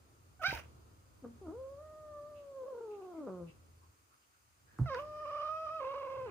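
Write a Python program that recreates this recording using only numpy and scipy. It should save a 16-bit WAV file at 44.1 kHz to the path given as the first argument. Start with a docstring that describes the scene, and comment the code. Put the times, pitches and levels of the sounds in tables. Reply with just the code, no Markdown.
"""On top of a cupboard in a small room, an angry cat cries close by and swipes at a hand.
It screeches, grunts, then moans through a shut mouth, sinking into a growl; a paw slams on the board
and a louder, rasping yowl follows. The voice is a stack of overtones shaped by throat and jaw, with
hissing air on top. Paw pushes ring the board; claws, fur and faint puffs are short noises. Soft echoes,
a low rumble, a hum that swells twice and a faint hiss lie around it all."""
import sys
import numpy as np
from scipy import signal
from scipy.fft import rfft, irfft
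from scipy.io import wavfile

SR = 44100
rng = np.random.default_rng(int(sys.argv[2]) if len(sys.argv) > 2 else 0)


def master(y):
    """Save y as 16-bit WAV."""
    cut = np.clip(np.atleast_2d(y).T, -1, 1)
    pcm = np.round(cut * 32767)  # scale
    wavfile.write(sys.argv[1], SR, pcm.astype(np.int16))


N = 278094
TIME = np.arange(N) / SR   # seconds

# the tune of each cry, before waver and catches: time_s, pitch_hz
SCREECH_PITCH = [(0.394, 745.6), (0.411, 754.6), (0.421, 639), (0.436, 638), (0.458, 761), (0.483, 800),
                 (0.508, 753.5), (0.521, 794), (0.529, 933), (0.54, 946), (0.552, 865), (0.562, 737.6),
                 (0.58, 613.6), (0.612, 617)]
GRUNT_PITCH = [(1.224, 283), (1.255, 233), (1.37, 235)]
MOAN_PITCH = [(1.413, 393), (1.44, 370.4), (1.48, 307), (1.51, 327.3), (1.54, 444), (1.59, 519.5),
              (1.76, 560), (1.83, 618.7), (2.02, 615), (2.2, 584), (2.3, 600.5), (2.55, 542.4),
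              (2.645, 511.5), (2.67, 540), (2.705, 537.4), (2.75, 485.4), (2.835, 462), (2.86, 438),
              (3.0, 392), (3.12, 351.3), (3.2, 306.8), (3.266, 254.3), (3.28, 191.2), (3.45, 168.7),
              (3.5, 161.3)]
YOWL_PITCH = [(4.858, 708.5), (4.897, 600), (4.903, 547.4), (4.935, 527), (4.956, 467), (4.994, 569.3),
              (5.042, 603), (5.42, 608), (5.56, 634.4), (5.66, 638), (5.7, 629.7), (5.76, 645.8),
              (5.797, 618.2), (5.806, 550), (5.88, 527.6), (5.915, 559.6), (5.99, 558.8), (6.19, 534.7),
              (6.26, 498.7), (6.305, 333)]
# the screech flares, then is choked as the cat lunges: time_s, effort_db
SCREECH_EFFORT = [(.394, -25), (.413, -14), (.418, -6.5), (.427, -8), (.444, 2.5), (.467, 4), (.492, -7),
                  (.508, -6), (.516, -12), (.54, -11.5), (.563, -17.5), (.578, -26), (.6, -24), (.612, -42)]
# the moan slackens on its upward scoop, presses on at the top, eases before it sinks
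# and catches as it drops into the growl: start_s, length_s, fade_s, effort_db
MOAN_STRAINS = [(1.493, 0.32, 0.046, -5), (1.799, 0.43, 0.042, 4), (2.318, 0.26, 0.035, -8),
                (3.244, 0.023, 0.0036, -5.5), (3.269, 0.08, 0.003, 2.5)]
# the yowl bursts out, slackens and is pushed again: time_s, effort_db
YOWL_EFFORT = [(4.855, -12.5), (4.9, -6.5), (4.935, -1), (4.946, -7.5), (4.98, -6.5), (4.998, -6),
               (5.05, -8), (5.16, -4.5), (5.38, -1.5), (5.58, -3.5), (5.78, -6), (5.87, -5), (6.31, -13)]
# the jaw: time_s, opening (0 shut to 1 wide)
JAW = [(.4, 0.43), (.425, 0.43), (.44, 0.76), (.47, 1), (.55, 1), (.62, 0.9), (1.15, 0), (3.6, 0),
       (4.85, 0.89), (4.95, 0.84), (5.02, 0.34), (5.77, 0.59), (5.83, 0.54), (6.31, 0.61)]
# bouts in which the voice breaks into a rasp: start_s, length_s, roughness (0 to 1)
RASPS = [(0.426, .018, .55), (0.44, .04, .16), (0.474, .052, 0.34), (0.57, 0.07, 0.9), (1.2, 0.1, 0.35),
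         (1.455, .105, .45), (2.61, 0.25, 0.3), (2.98, .28, .2), (3.266, 0.04, 0.4), (4.935, 0.08, 0.6),
         (5.12, .13, .16), (5.25, 0.25, 0.3), (5.797, 0.76, 0.42), (6.255, .1, .4)]
# the voice catches, so pitch and level drop for an instant: time_s, share_of_pitch_lost
CATCHES = [(2.651, 0.06), (2.75, 0.033), (2.776, .05), (2.803, .06), (2.89, 0.032), (3.02, 0.055),
           (3.142, 0.055), (5.26, 0.095), (5.285, 0.029), (5.314, 0.084), (5.334, 0.036), (5.361, 0.06),
           (5.385, 0.036), (5.402, 0.038), (5.43, 0.072), (5.478, 0.025), (5.671, 0.048), (5.694, 0.071),
           (5.82, 0.026), (5.845, 0.064), (5.946, 0.12), (6.024, 0.068), (6.058, 0.046), (6.076, 0.068),
           (6.109, 0.06), (6.142, 0.039), (6.168, 0.061)]
# the resonances that the two lowest harmonics glide through, mouth shut and open: frequency_hz, gain_db
LOW_SHUT = [(170, -0.5), (195, -4), (245, -4.5), (310, 1.5), (360, -6), (410, 0.5), (535, 1), (590, -6),
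            (700, -10.5), (900, -14.5), (1080, -12.5), (1130, -15.5), (1185, -13), (1240, -21.5)]
LOW_OPEN = [(330, -2), (485, 6), (540, 4), (610, 0), (780, -4), (930, 3.5), (1060, 7), (1200, 7.5),
            (1270, 8), (1400, 7.5), (1540, 8.5), (1650, 0.5), (1900, -13)]
# what the throat lets through of the higher overtones, jaw shut, half open and wide: frequency_hz, gain_db
MOUTH_SHUT = [(500, 16), (700, -1.5), (900, -7), (1100, 0), (1380, -5.5), (1600, -20), (2000, -29.5),
              (3000, -63.5), (6000, -84)]
MOUTH_HALF = [(1200, 6), (1480, -1.5), (1650, -7), (1850, -9), (2000, -5.5), (2200, -3), (2400, -9),
              (2570, -0.5), (2800, -2), (3050, -6.5), (3350, -11), (4000, -12.5), (4500, -12),
              (5100, -18.5), (5900, -15.5), (7000, -66)]
MOUTH_WIDE = [(1600, 9), (2000, -5.5), (2350, -2), (2750, -22), (3150, -11.5), (3450, -31), (3850, -3.5),
              (4200, -21.5), (4600, -4.5), (4950, -20), (5300, -5), (5650, -13), (6400, -13.5), (7500, -56)]
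# the voice between left and right, before each cry's own pan:
# frequency_hz, left_over_right_db, left_leads_radians
VOICE_PLACE = [(250, 0, .05), (600, -.7, -.2), (1200, -3.5, .2), (1550, -5, .15), (2300, -6.5, 1.3),
               (2900, -4, 2.3), (3900, 0, 2.5), (5400, 0, 4.2)]
# air spat out with the sharpest cries, before its sputter: start_s, length_s, level_db
SPIT = [(0.415, 0.037, -51.5), (0.45, 0.11, -50), (0.545, 0.061, -52), (0.603, 0.06, -70), (4.93, 0.1, -64)]
# colour of the spat air: frequency_hz, gain_db
SPIT_COLOUR = [(400, -5), (900, -4.5), (1500, -7), (2700, 2), (3300, -6), (4000, -24), (6000, -11),
               (8000, -23), (10000, -14.5), (12000, -33), (14500, -12)]
# colour of the air rushing through the yowl: frequency_hz, gain_db
YOWL_AIR = [(2300, -1.5), (3050, -4), (3500, -20), (4400, -9), (4900, 0), (5850, -4.5), (6400, -26)]
# when that air rushes, one row: start_s, length_s, fade_s
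YOWL_AIR_BOUT = (4.86, 0.96, 0.054)
# colour of the turbulence in the throat when the yowl rasps: frequency_hz, gain_db
HOARSE_COLOUR = [(1000, -7), (1500, 3.5), (1850, -11), (2200, -1.5), (2700, -6.5), (3050, -13.5),
                 (3400, -24)]
# pushes of the paw on the board: time_s, level_db, contact_s
THUMPS = [(0.481, -45.5, 0.0054), (0.525, -49.5, 0.0024), (0.539, -30.5, 0.013), (0.747, -56.5, 0.0077),
          (4.789, -47, 0.0026), (4.795, -36.5, 0.0035), (4.8031, -35, 0.0062), (4.811, -24.5, 0.0071)]
# the ringing tones of the board: frequency_hz, level_db, time_to_fall_60_db_s
BOARD = [(77.4, -7, 0.36), (130.8, 9, 0.13), (216, -3.5, 0.08), (295, 14, 0.017), (481, -16, 0.043)]
# claws and fur catching the edge, and one low knock at 0.525 s; the peak is set after filtering, before a lean
# to the right: # time_s, peak_db, lowest_hz, highest_hz, decay_s
CLAWS = [(0.509, -29, 1710, 2740, 0.0021), (0.518, -34, 990, 2960, 0.00089),
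         (0.5252, -34, 340, 740, 0.0022), (0.576, -35, 800, 3450, 0.0012), (4.784, -59, 3420, 14000, 0.049),
         (4.787, -37, 655, 1580, 0.0012), (4.794, -42, 274, 1280, 0.039),
         (4.946, -30.5, 1180, 2010, 0.00062), (4.9465, -40, 2600, 6260, 0.00093)]
# brief, faint puffs of unclear source, the last a low rumbling swell:
# start_s, length_s, level_db, centre_hz
PUFFS = [(2.336, 0.096, -71.5, 2720), (2.888, 0.09, -71.5, 2600), (2.994, 0.085, -76, 2650),
         (3.131, 0.084, -75, 2160), (3.461, 0.072, -66, 2597), (3.802, 0.071, -69.5, 1060),
         (4.096, 0.077, -69, 1280), (4.21, 0.057, -77, 2900), (4.31, 0.08, -76, 1490),
         (4.656, 0.32, -70.5, 1650), (6.163, 0.2, -57.5, 113)]
# colour of every puff: multiple_of_centre, gain_db
PUFF_COLOUR = [(.6, -16), (.85, -3.5), (1, 7.5), (1.17, -6), (1.7, -17)]
# echoes in the room: frequency_hz, time_to_fall_60_db_s
ROOM_T60 = [(100, .22), (500, .26), (2000, .23), (8000, .18)]
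# rise and fall of the background, before the raise set in scene(): time_s, rumble_db, murky_air_db
BACKGROUND = [(0.0, -74, -76.5), (0.37, -68.5, -79), (0.6, -64, -69.5), (1.05, -71, -78),
              (1.49, -65.5, -73), (1.79, -71.5, -74.5), (2.3, -69, -73.5), (2.55, -80, -73.5),
              (3.05, -81, -71), (3.35, -76.5, -73), (3.58, -69, -76.5), (4.2, -87, -89), (4.53, -81, -90.5),
              (4.92, -65.5, -68), (5.5, -72.5, -76), (6.31, -67, -73)]
# colours of the background noises: frequency_hz, gain_db
RUMBLE_COLOUR = [(25, -39), (45, -11), (80, -0.5), (120, -6.5), (170, -16.5), (300, -28)]
AIR_COLOUR = [(100, -26), (170, -9.5), (300, -1.5), (500, -6), (800, -12), (1300, -9.5), (2000, -28),
              (4000, -25.5)]
HISS_COLOUR = [(300, -12.5), (800, 1), (1250, 6.5), (1700, -0.5), (2500, -0.5), (3500, -7), (4500, -4.5),
               (5300, -5.5), (6300, -1), (7400, -4), (8000, -5.5), (9000, -3.5), (10000, -5.5),
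               (12000, -22), (14300, -2), (16000, -20)]
# a low hum that swells twice, before its wavering: start_s, length_s, pitch_hz, level_db
HUM = [(1.344, 0.64, 80.6, -63), (3.326, 0.664, 83.5, -64.5)]
# thin, steady whines in the hiss: centre_hz, level_db
WHINES = [(4480, -92.5), (4940, -89.5), (6450, -94), (7480, -92), (9060, -95.5), (10130, -93.5)]
# how alike noise is on the left and right: frequency_hz, correlation (-1 to 1)
LIKENESS = [(60, 1), (200, 0.47), (500, 0.11), (1200, -0.47), (2500, 0.0041), (4500, -0.17), (9000, 0.16)]

# roughness between the bouts of rasp; time to break and to recover, in seconds
CLEAR_ROUGHNESS, RASP_FADE_S = 0.09, 0.0078
# roughness added per share of the pitch lost in a catch
CATCH_ROUGHNESS = 4
# a catch is a bell-shaped dip with this half-width; dB of level for the pitch lost
CATCH_S, CATCH_DB_PER_SHARE = .007, -22
# random share of the pitch: always there, and added at full roughness
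WAVER, RASP_WAVER = 0.002, 0.018
# the higher overtones grow as the pitch sinks, as the jaw opens and as the voice roughens
OVERTONE_DB_PER_OCTAVE, OVERTONE_OPEN_DB, OVERTONE_ROUGH_DB = -11.5, 30, 9
MIDDLE_HZ = 500   # the pitch at which the first of these is 0 dB
# shut lips muffle the higher overtones above one pitch; below another the folds slap together in a growl
MUFFLE_HZ, MUFFLE_DB, GROWL_HZ, GROWL_DB, CHANGEOVER_HZ = 476, -8.5, 228, 2, 30
# noisy skirts round the lines of a cry, before they grow by this power of the harmonic number
SCREECH_RASP_DB, MOAN_RASP_DB, YOWL_RASP_DB, SKIRT_GROWTH = -14, -20, -20, 1.3
YOWL_JITTER = 0.3   # radians at full roughness
# time for the spit to start and stop; unevenness of the spat air
SPIT_FADE_S, SPIT_SPUTTER_DB = 0.0072, 2.5
# rushing air at 0 dB effort with the jaw shut; its growth to a jaw wide open
YOWL_AIR_DB, AIR_OPEN_DB = -69.5, 6.5
HOARSE_DB = -49.5   # at 0 dB effort and full roughness
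CLAW_SNAP = 3.5   # first touch against the crackle that follows
ROOM_DB = -12   # level of the echoes
HUM_FADE_S, WHINE_WIDTH_HZ = 0.11, 70
LOW_CUT_HZ, CUTOFF_HZ = 46, 15500   # the limits of the finished sound


def cat():
    """Two cries with an open jaw, two lower ones with it shut, and the air that goes with the open ones."""
    screech_db, = in_time(SCREECH_EFFORT)
    screech = call(SCREECH_PITCH, screech_db, first_follows=0.58, level_db=-42.0, overtone_db=-20,
                   jitter=0.76, shimmer=0.44, rasp_db=SCREECH_RASP_DB, pan_db=-1.0)

    grunt_db = swell(GRUNT_PITCH, attack_s=0.025, release_s=0.13, start_db=-41, end_db=-65)
    grunt = call(GRUNT_PITCH, grunt_db, first_follows=0.31, level_db=-42, overtone_db=-25.0,
                 jitter=0.09, shimmer=0.83, rasp_db=-11.5, pan_db=2.0)

    moan_db = swell(MOAN_PITCH, attack_s=0.076, release_s=0.075, start_db=-8.5, end_db=-24.5)
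    for start_s, length_s, fade_s, strain_db in MOAN_STRAINS:
        moan_db = moan_db + strain_db * bout(start_s, length_s, fade_s)
    moan = call(MOAN_PITCH, moan_db, first_follows=0.29, level_db=-46.5, overtone_db=-25,
                jitter=0.4, shimmer=0.59, rasp_db=MOAN_RASP_DB, pan_db=1.5, uneven_db=-1.0)

    yowl_db, = in_time(YOWL_EFFORT)
    yowl = call(YOWL_PITCH, yowl_db, first_follows=0.35, level_db=-44.5, overtone_db=-28.0,
                jitter=YOWL_JITTER, shimmer=0.25, rasp_db=YOWL_RASP_DB, pan_db=-0.5, uneven_db=3.0)
    return screech + grunt + moan + yowl + hoarseness(yowl_db) + rushing_air(yowl_db) + spit()


def call(rows, effort_db, first_follows, level_db, overtone_db, jitter, shimmer, rasp_db, pan_db,
         uneven_db=0, ring=4.46, count=14):
    """Harmonics of the vocal folds; effort brightens them, roughness shakes their timing and strength."""
    span = (TIME >= rows[0][0]) & (TIME <= rows[-1][0])
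    t = TIME[span]
    out = np.zeros((2, N))
    pitch, = in_time(rows, t)
    effort, rough = effort_db[span], roughness()[span]
    opening = np.clip(in_time(JAW, t)[0], 0, 1)
    caught = catches(t)

    # the fundamental follows only a share of the effort, the overtones all of it
    first_db = first_follows * effort + low_throat(pitch, opening)
    octave_db = effort + low_throat(2 * pitch, opening)
    upper_db = overtone_db + overtone_strength(pitch, effort, opening, rough)

    wobble = (WAVER + RASP_WAVER * rough) * flutter(len(t), 8.93, 24.8)
    pitch = pitch * (1 + wobble - caught)
    phase = 2 * np.pi * np.cumsum(pitch) / SR
    phase = phase + jitter * rough * flutter(len(t), 42.7, 69.7)
    soft_ends = signal.windows.tukey(len(t), 0.0031 * SR / len(t))
    strength = soft_ends * (1 + shimmer * rough * flutter(len(t), 25, 62))
    strength = strength * from_db(CATCH_DB_PER_SHARE * caught)

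    # overtones swell and fade as they glide through the throat's resonances
    upper = throat(np.arange(3, count + 1)[:, None] * pitch, opening)
    upper = upper / np.sqrt(np.sum(upper ** 2, axis=0)) * from_db(upper_db)
    # each of them also falters by itself
    upper = [level * from_db(uneven_db * flutter(len(t), 4, 65)) for level in upper]

    for k, level in enumerate([from_db(first_db), from_db(octave_db), *upper], 1):
        hz = k * pitch
        # cycle-to-cycle irregularity spreads a noisy skirt round each line, more so round the high ones
        spread = from_db(rasp_db) * k ** SKIRT_GROWTH * rough
        skirt = spread * (flutter(len(t), 13.0, 190) + 1j * flutter(len(t), 23, 198))
        rough_line = (1 + skirt) / np.sqrt(1 + 2 * spread ** 2)
        # the throat delays each pulse, longest at low frequencies
        lag = ring * np.sqrt(hz / 1000)
        partial = level * strength * rough_line * np.exp(1j * (k * phase - lag))
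        out[:, span] += np.real(partial * place_voice(hz, pan_db))
    return np.sqrt(2) * from_db(level_db) * out


def overtone_strength(pitch, effort, opening, rough):
    """Level in dB of the third harmonic and up: lips shut muffle them, a growl lifts them."""
    sinking_db = OVERTONE_DB_PER_OCTAVE * np.log2(pitch / MIDDLE_HZ)
    shut = np.clip(1 - 2 * opening, 0, 1)
    muffled = shut * np.clip((pitch - MUFFLE_HZ) / CHANGEOVER_HZ, 0, 1)
    growling = np.clip((GROWL_HZ - pitch) / CHANGEOVER_HZ, 0, 1)
    mouth_db = OVERTONE_OPEN_DB * opening + OVERTONE_ROUGH_DB * rough
    return effort + sinking_db + mouth_db + MUFFLE_DB * muffled + GROWL_DB * growling


def place_voice(hz, pan_db):
    """Left and right differ in level and timing at each frequency; their joint power stays the same."""
    side_db = at_hz(VOICE_PLACE, hz) + pan_db
    lead = at_hz(VOICE_PLACE, hz, axis=2)
    ears = from_db(np.array([side_db, -side_db]) / 2)
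    ears = ears / np.sqrt(np.mean(ears ** 2, axis=0))
    return ears * np.exp(.5j * np.array([lead, -lead]))


def roughness():
    """The voice is nearly clear, except in its bouts of rasp and where it catches."""
    bouts = sum((peak - CLEAR_ROUGHNESS) * bout(s, length, RASP_FADE_S) for s, length, peak in RASPS)
    return np.clip(CLEAR_ROUGHNESS + bouts + CATCH_ROUGHNESS * catches(TIME), 0, 1)


def catches(t):
    """Share of the pitch lost in brief catches of the voice."""
    return sum(share * np.exp(-np.minimum(((t - s) / CATCH_S) ** 2, 20)) for s, share in CATCHES)


def low_throat(hz, opening):
    """Resonance in dB for the two lowest harmonics, blended from mouth shut to open."""
    shut = np.clip(1 - 2 * opening, 0, 1)
    return shut * at_hz(LOW_SHUT, hz) + (1 - shut) * at_hz(LOW_OPEN, hz)


def throat(hz, opening):
    """Gain of throat and mouth; opening the jaw lets the upper resonances out."""
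    wide = np.clip(2 * opening - 1, 0, 1)
    shut = np.clip(1 - 2 * opening, 0, 1)
    half = 1.5 - shut - wide   # the half-open curve keeps a share even at the extremes
    return from_db(shut * at_hz(MOUTH_SHUT, hz) + half * at_hz(MOUTH_HALF, hz) + wide * at_hz(MOUTH_WIDE, hz))


def swell(rows, attack_s, release_s, start_db, end_db):
    """Effort of one cry in dB: it rises to full, holds and falls away."""
    attack = np.clip(1 - (TIME - rows[0][0]) / attack_s, 0, 1)
    release = np.clip(1 - (rows[-1][0] - TIME) / release_s, 0, 1)
    return start_db * attack + end_db * release


def hoarseness(effort_db):
    """Where the yowl rasps, turbulent air fills the gaps between its overtones."""
    strength = from_db(HOARSE_DB + .5 * effort_db) * roughness() ** 2
    strength = strength * (TIME > YOWL_PITCH[0][0])
    return strength * stereo_noise(HOARSE_COLOUR) * from_db([[-2.5], [2.5]])   # leans right


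def rushing_air(effort_db):
    """Breath noise through the yowl, stronger with effort and a wider jaw."""
    opening, = in_time(JAW)
    strength = from_db(YOWL_AIR_DB + effort_db + AIR_OPEN_DB * opening)
    return strength * bout(*YOWL_AIR_BOUT) * stereo_noise(YOWL_AIR)


def spit():
    """Short bursts of coloured noise whose strength sputters: air forced out of the mouth."""
    strength = sum(from_db(db) * bout(s, length, SPIT_FADE_S) for s, length, db in SPIT)
    sputter = from_db(SPIT_SPUTTER_DB * flutter(N, 43, 160))
    return strength * sputter * stereo_noise(SPIT_COLOUR) * from_db([[-1.5], [1.5]])


def paw():
    """Soft pushes of the pad set the cupboard's top booming in several dying tones."""
    force, out = np.zeros(N), np.zeros(N)
    for s, level_db, contact_s in THUMPS:
        push = np.hanning(max(int(contact_s * SR), 4))
        force[int(s * SR):][:len(push)] += from_db(level_db) * push / push.sum()
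    for hz, level_db, t60 in BOARD:
        shrink = from_db(-60 / (t60 * SR))   # loss per sample
        turn = 2 * np.pi * hz / SR           # angle per sample
        top = [1, -shrink * np.cos(turn)]
        bottom = [1, -2 * shrink * np.cos(turn), shrink * shrink]
        out += from_db(level_db) * signal.lfilter(top, bottom, force + 1e-18)
    return out * from_db([[-1.5], [1.5]])


def claws():
    """A claw gives a dry crack, fur a longer scuff, a knock a brief low tick: noise that dies away within a
    band."""
    out, t = np.zeros((2, N)), TIME[:SR // 10]
    for s, peak_db, low_hz, high_hz, decay_s in CLAWS:
        crack = rng.standard_normal((2, len(t))) * np.exp(-t / decay_s)
        crack[0, 0] += CLAW_SNAP   # the first touch is one sharp impulse
        crack = band(band(crack, low_hz, high_hz), low_hz, high_hz)
        crack = crack[0] + .5 * crack[1] * [[1], [-1]]   # middle plus a little width
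        out[:, int(s * SR):][:, :len(t)] += from_db(peak_db) * crack / np.abs(crack).max()
    return out * from_db([[-1.2], [1.2]])


def puffs(fade_s=0.027):
    """Brief, faint puffs of noise, source unclear, the last one a low rumbling swell."""
    out = 0
    for s, length, db, hz in PUFFS:
        colour = [(hz * times, gain) for times, gain in PUFF_COLOUR]
        out = out + from_db(db) * bout(s, length, fade_s) * stereo_noise(colour)
    return out


def room(x, first_s):
    """Dense reflections off near walls, a fading noise whose length depends on frequency."""
    t, echo = TIME[:SR // 2], 0
    edges = np.geomspace(60, 15000, 9)
    for low, high in zip(edges, edges[1:]):
        fade = from_db(-60 * t / at_hz(ROOM_T60, np.sqrt(low * high)))
        burst = rng.standard_normal((2, len(t))) * (t > first_s)
        echo = echo + band(burst, low, high) * fade
    echo = echo / np.sqrt(np.sum(echo ** 2, axis=1, keepdims=True))
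    return signal.fftconvolve(x, echo, axes=1)[:, :N]


def background(rumble_db, air_db, hiss_db):
    """Low rumble and murky air that rise and fall, a wavering hum, thin whines and an even hiss."""
    low_db, murk_db = in_time(BACKGROUND)
    rumble = from_db(low_db + rumble_db) * stereo_noise(RUMBLE_COLOUR)
    air = from_db(murk_db + air_db) * stereo_noise(AIR_COLOUR)
    hiss = from_db(hiss_db) * stereo_noise(HISS_COLOUR)
    return hum() + whines() + rumble + air + hiss


def hum():
    """Low pure tones that swell and fade while their level wavers."""
    tones = 0
    for s, length, hz, db in HUM:
        tone = rms_one(np.sin(2 * np.pi * hz * TIME))
        tones = tones + from_db(db) * bout(s, length, HUM_FADE_S) * tone
    return tones * from_db(2.7 * flutter(N, 3.0, 41))


def whines():
    """Narrow bands of noise that stand out of the hiss."""
    out, half = 0, WHINE_WIDTH_HZ / 2
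    for hz, db in WHINES:
        out = out + from_db(db) * rms_one(band(rng.standard_normal(N), hz - half, hz + half))
    return out


def stereo_noise(colour):
    """Coloured noise, as alike on the left and right as LIKENESS says; rms 1."""
    hz = np.maximum(np.fft.rfftfreq(N, 1 / SR), 1)
    mid, side = rfft(rng.standard_normal((2, N)))
    alike = np.clip(at_hz(LIKENESS, hz), -1, 1)
    both = np.sqrt(1 + alike) * mid + np.sqrt(1 - alike) * side * [[1], [-1]]
    # fade out below the first and above the last frequency of the colour
    ends = np.minimum(1, hz / colour[0][0]) * np.minimum(1, colour[-1][0] / hz) ** 2
    return rms_one(irfft(both * ends * from_db(at_hz(colour, hz)), N))


def flutter(size, low_hz, high_hz):
    """Random wobble between two rates; spread 1."""
    # a run-in of a tenth of a second lets the filter settle
    return rms_one(band(rng.standard_normal(size + SR // 10), low_hz, high_hz)[-size:])


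def bout(start_s, length_s, fade_s):
    """Fade in, hold at 1, fade out."""
    return np.clip(np.minimum(TIME - start_s, start_s + length_s - TIME) / fade_s, 0, 1)


def band(x, low_hz, high_hz):
    """Keep what lies between two frequencies (Butterworth band-pass)."""
    edges = [low_hz, min(high_hz, .49 * SR)]
    return signal.sosfilt(signal.butter(2, edges, "band", fs=SR, output="sos"), x)


def in_time(rows, t=TIME):
    """The columns of a curve at the times t."""
    s, *columns = np.transpose(rows)
    return [np.interp(t, s, c) for c in columns]


def at_hz(points, hz, axis=1):
    """One column of a table, read on a log-frequency axis."""
    table = np.array(points)
    return np.interp(np.log(hz), np.log(table[:, 0]), table[:, axis])


def from_db(db):
    """Decibels to gain."""
    return 10 ** (np.asarray(db) / 20)


def rms_one(x):
    """Scale to an rms (average strength) of 1."""
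    return x / np.sqrt(np.mean(x ** 2) + 1e-20)


def scene():
    """The cat, its blows and the faint puffs, their reflections, and the background."""
    near = cat() + paw() + claws() + puffs()
    echoes = from_db(ROOM_DB) * room(near, first_s=0.011)
    return near + echoes + background(rumble_db=6.0, air_db=7.0, hiss_db=-72.5)


def record(dry):
    """The deepest bass is rolled off and the top is cut steeply."""
    dry = signal.sosfilt(signal.butter(2, LOW_CUT_HZ, "high", fs=SR, output="sos"), dry)
    return signal.sosfilt(signal.ellip(10, .1, 80, CUTOFF_HZ, fs=SR, output="sos"), dry)


dry = scene()
out = record(dry)
master(out)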